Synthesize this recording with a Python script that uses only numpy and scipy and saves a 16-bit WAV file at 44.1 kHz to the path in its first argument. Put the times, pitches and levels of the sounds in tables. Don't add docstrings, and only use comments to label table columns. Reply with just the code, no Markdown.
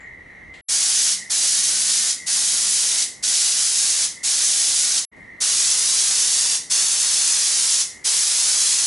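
import sys
import numpy as np
from scipy import signal
from scipy.fft import rfft, irfft, next_fast_len
from scipy.io import wavfile
from scipy.ndimage import uniform_filter1d

SR = 44100
rng = np.random.default_rng(int(sys.argv[2]) if len(sys.argv) > 2 else 0)


def int16_out(signal):
    q = np.round(np.clip(np.atleast_2d(signal).T, -1, 1) * 32767)
    wavfile.write(sys.argv[1], SR, q.astype(np.int16))


N = 390726
TIME = np.arange(N) / SR

# pulled_s, released_s, hose_surge_db, hiss_db
PULLS = [(0.681, 1.132, 1, -18), (1.296, 2.111, 4, -18.5), (2.26, 3.028, -1, -18.5), (3.224, 4.053, 1, -18),
         (4.229, 4.989, 0, -18), (5.402, 6.553, 4, -17.5), (6.697, 7.816, 3.5, -17.5),
         (8.04, 8.895, 1.5, -18)]
# start_s, end_s, fade_in_s
DROPOUTS = [(0.611, 0.684, 0.0027), (5.051, 5.114, 0.02)]


def spray_gun(roof_roar_db, rear_roar_db, sizzle_db, sputter_db, flutter_db):
    # freq_hz, level_db
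    hiss_spectrum = [(900, -49), (1800, -19.5), (2600, -13), (3400, -8), (4200, -5), (5200, -1.73),
                     (6200, 0), (7200, -1.5), (8500, -3.5), (11200, -9.5)]
    sizzle_spectrum = [(4000, -35.5), (7000, -19), (8500, -7), (10000, 0.5), (11200, -1)]
    # freq_hz, level_db
    roof_spectrum = [(60, -30.5), (150, -30), (280, -7), (520, -7.5), (730, -1), (950, -3), (1600, 3.5),
                     (2400, 1.5), (4000, -20), (9000, -33)]
    rear_spectrum = [(60, -29), (150, -22), (310, -15.5), (430, -5.5), (600, -8), (1000, -1.5), (1600, 0.5),
                     (2400, 0), (4000, -8.5), (9000, -41)]
    pulled, released, _, hiss_db = latest_pull()
    leave_roof_s = DROPOUTS[1][0]
    on_roof = TIME < leave_roof_s
    on_rear = TIME > pulled[pulled > leave_roof_s].min()
    turn = np.sin(np.pi * progress(pulled, released))
    hiss = noise(hiss_spectrum) * undb(hiss_db - 0.27 * turn + flutter_db * walk(12))
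    sizzle = noise(sizzle_spectrum) * undb(sizzle_db + 2 * turn + flutter_db * walk(24))
    roof_roar = noise(roof_spectrum) * undb(roof_roar_db)
    rear_roar = noise(rear_spectrum) * undb(rear_roar_db)
    roar = np.where(on_roof, roof_roar, rear_roar) * undb(1.17 * walk(60))
    jet = (hiss + sizzle) * undb(sputter_db * walk(400)) + roar
    jet = jet * valve(open_s=0.017, bleed_s=0.025, surge_s=0.031)
    jet = shed(jet, t60=0.345, wet_db=-4.5, hold_s=.12)
    return near_echoes(jet) * (on_roof | on_rear)


def valve(open_s, bleed_s, surge_s):
    pulled, released, surge_db, _ = latest_pull()
    age = np.maximum(TIME - pulled, 0)
    opening = np.minimum(age / open_s, 1) * undb(surge_db * np.exp(-age / surge_s))
    return opening * np.exp(-np.maximum(TIME - released, 0) / bleed_s)


def latest_pull():
    columns = np.transpose(PULLS)
    return columns[:, np.maximum(np.searchsorted(columns[0], TIME) - 1, 0)]


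def near_echoes(jet):
    # freq_hz, gain_db
    mirror_eq = [(500, -17), (2000, -9), (4000, -1), (6000, 1.5), (11000, 1)]
    bright = colour(jet, mirror_eq)
    paths = echo_paths()
    sways_ms = (.006, .035, .025)
    echoes = sum(echo(bright, *path, sway) for path, sway in zip(paths, sways_ms))
    share = np.sqrt(1 + sum(undb(db) ** 2 for _, db in paths))
    return (jet + echoes) / share


def echo_paths():
    # time_s, delay_ms, level_db
    roof_echo = [(0.7, 2.73, -13), (4.9, 2.6, -18), (8.86, 2.7, -24)]
    # from_place, to_place, right_edge_delay_ms, delay_bend_exponent
    rear_sweeps = [(1, 0, 1.055, 2), (0, .92, 1.115, 4.4), (1.03, .2, 1.13, 2.75)]
    panel_ms, panel_db = np.full(N, 1.3), np.full(N, -21.5)
    wall_ms, wall_db = np.full(N, 4.1), np.full(N, -23.0)
    rear_pulls = PULLS[-len(rear_sweeps):]
    for (pulled, released, *_), (start, end, edge_ms, bend) in zip(rear_pulls, rear_sweeps):
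        now = TIME >= pulled
        place = start + (end - start) * progress(pulled, released)[now]
        panel_ms[now], panel_db[now] = edge_ms + .825 * place ** bend, -9.7 - 3.5 * place
        wall_ms[now], wall_db[now] = 3.85 + 1.4 * place, -14.2
    return (panel_ms, panel_db), curves(roof_echo), (wall_ms, wall_db)


def echo(x, delay_ms, db, sway_ms):
    late = TIME - (delay_ms + sway_ms * walk(5)) / 1000
    return undb(db) * np.array([np.interp(late, TIME, channel) for channel in x])


def shed(x, t60, wet_db, hold_s):
    hop, t = int(hold_s * SR), TIME[:int(t60 * SR)]
    decay = np.exp(-np.log(1000) * t / t60) * (t > .003)
    ring = np.zeros((2, N))
    for centre in range(0, N + hop, hop):
        a, b = max(centre - hop, 0), min(centre + hop, N)
        piece = x[:, a:b] * np.cos(np.pi / 2 * (np.arange(a, b) - centre) / hop)
        tail = rng.standard_normal((2, len(t))) * decay / np.linalg.norm(decay)
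        answer = signal.fftconvolve(piece, tail, axes=1)[:, :N - a]
        ring[:, a:a + answer.shape[1]] += answer
    return (x + undb(wet_db) * ring) / np.hypot(1, undb(wet_db))


def crickets(level_db, drift_db_per_s, octave_db, third_db):
    # pitch_hz, strokes_per_s, relative_db
    singers = [(1897, 65, -1.5), (1918, 74, 2.5), (1982, 72, -8), (2034, 80, 2.5), (2076, 69, 1.5),
               (2143, 60, -7.5)]
    # crest_s, rise_and_fall_s, boost_db
    swells = [(0.07, 0.11, 7.5), (0.38, 0.25, 4.5), (1.25, 0.08, 4.5), (2.22, 0.1, 2.5), (4.19, 0.12, 4),
              (5.29, 0.2, 7.5), (7.98, 0.12, 4)]
    chorus = np.zeros((2, N))
    for hz, stroke_rate, db in singers:
        stroke = 2 * np.pi * np.cumsum(stroke_rate * (1 + 0.0835 * walk(20))) / SR
        phase = 2 * np.pi * np.cumsum(hz * (1 + .011 * walk(40) + 0.012 * np.sin(stroke))) / SR
        wing = np.sin(phase) + undb(octave_db) * np.sin(2 * phase) + undb(third_db) * np.sin(3 * phase)
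        rasp_db = 4.2 * walk(450)
        chorus += wing * (1 + np.cos(stroke)) * undb(db + rasp_db + 1.65 * walk(15))
    blurred = unit(shed(chorus, t60=0.31, wet_db=11, hold_s=.15))
    swell_db = sum(db * np.maximum(1 - np.abs(TIME - at) / rise_s, 0) for at, rise_s, db in swells)
    return blurred * undb(level_db + drift_db_per_s * TIME + swell_db)


def small_contacts():
    # freq_hz, level_db
    clink_spectrum = [(5000, -48), (6700, -14), (7100, 0), (7500, -8), (8000, -25), (10000, -43)]
    scuff_spectrum = [(500, 0), (1500, -4), (2500, 7), (4000, 4), (5500, -7), (8000, -4), (11000, -19)]
    bump_spectrum = [(40, -18), (105, 0), (140, -12), (195, -0.5), (300, -15), (700, -20),
                     (3000, -35.5), (10000, -39)]
    clink = touch(clink_spectrum, at_s=0.004, db=-57, t60=.3)
    scuff = touch(scuff_spectrum, at_s=0.536, db=-47.4, t60=0.55)
    bump = touch(bump_spectrum, at_s=5.16, db=-46.5, t60=1.2)
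    return clink + scuff + bump


def touch(spectrum, at_s, db, t60):
    age = np.maximum(TIME - at_s, 0)
    return noise(spectrum) * undb(db - 60 * age / t60) * np.minimum(age / .003, 1)


def night_air(air_db, rumble_db, rumble_db_per_s):
    # freq_hz, level_db
    air_spectrum = [(20, -28), (45, -4), (72, -1.5), (120, -2), (195, 0.5), (290, -1.5), (450, -4.5),
                    (800, -8), (1500, -12.5), (3000, -18.5), (5000, -28.5), (11000, -31.5)]
    rumble_spectrum = [(18, -15), (30, 1), (80, 0), (160, -6), (300, -18), (700, -51), (2000, -64)]
    air = noise(air_spectrum) * undb(air_db + 0.6 * walk(5.4))
    rumble = noise(rumble_spectrum) * undb(rumble_db + rumble_db_per_s * TIME + 2 * walk(12))
    return air + rumble * (TIME < DROPOUTS[0][0])


def far_engine(waver_db, throttle_s):
    # start_s, end_s, start_pitch_hz, climb_hz_per_s, level_db
    gears = [(1.03, 1.22, 199, 5, -57.5), (1.52, 2.08, 182, 66, -57), (2.24, 2.7, 177, 32, -59)]
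    hz, gain = np.full(N, float(gears[0][2])), np.zeros(N)
    for start, end, start_hz, climb, db in gears:
        climbing_hz = start_hz + climb * (np.clip(TIME, start, end) - start)
        hz = np.where(TIME > start - throttle_s, climbing_hz, hz)
        gain += undb(db) * (progress(start - throttle_s, start) - progress(end, end + throttle_s))
    phase = 2 * np.pi * np.cumsum(hz * (1 + .055 * walk(70))) / SR
    note = np.sqrt(2) * np.sin(phase) * gain * undb(waver_db * walk(40))
    return np.array([note, note])


def undb(db):
    return np.exp(np.asarray(db) * (np.log(10) / 20))


def unit(x):
    return x / np.sqrt(np.mean(x ** 2))


def progress(start, end):
    return np.clip((TIME - start) / (end - start), 0, 1)


def curves(rows):
    times, *columns = np.transpose(rows)
    return [np.interp(TIME, times, column) for column in columns]


def colour(x, points):
    hz, db = np.transpose(points)
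    size = next_fast_len(N + SR // 10)
    bins_hz = np.maximum(np.arange(size // 2 + 1) * SR / size, 1)
    gain = undb(np.interp(np.log(bins_hz), np.log(hz), db))
    return irfft(rfft(x, size) * gain, size)[..., :N]


def noise(spectrum):
    return unit(colour(rng.standard_normal((2, N)), spectrum))


def walk(rate):
    hold = max(int(SR / rate), 2)
    steps = np.repeat(rng.standard_normal(N // hold + 1), hold)
    return unit(uniform_filter1d(uniform_filter1d(steps, hold), hold)[:N])


def scene():
    # freq_hz, side_gain_db
    width_eq = [(40, -14.5), (110, -14.5), (250, -6), (500, -2), (1000, -4), (2000, -7.5), (4000, -12),
                (8000, -16), (11000, -15.5)]
    contacts = small_contacts()
    gun = spray_gun(roof_roar_db=-40.5, rear_roar_db=-38, sizzle_db=-20.5, sputter_db=0.74, flutter_db=.5)
    insects = crickets(level_db=-46.2, drift_db_per_s=-0.5, octave_db=-30, third_db=-32)
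    air = night_air(air_db=-52.5, rumble_db=-51, rumble_db_per_s=-5)
    engine = far_engine(waver_db=2.5, throttle_s=0.1)
    mid, side = gun + insects + contacts + air + engine
    side = colour(side, width_eq)
    return np.array([(mid + side) * undb(-0.11), (mid - side) * undb(0.1)])


def record(dry):
    gate = np.ones(N)
    for start, end, fade_s in DROPOUTS:
        gate *= np.where(TIME < start, 1, progress(end, end + fade_s))
    high_cut = [(11050, 0), (11300, -55), (13150, -90)]  # freq_hz, gain_db
    return colour(dry * uniform_filter1d(gate, size=88), high_cut)


dry = scene()
out = record(dry)
int16_out(out)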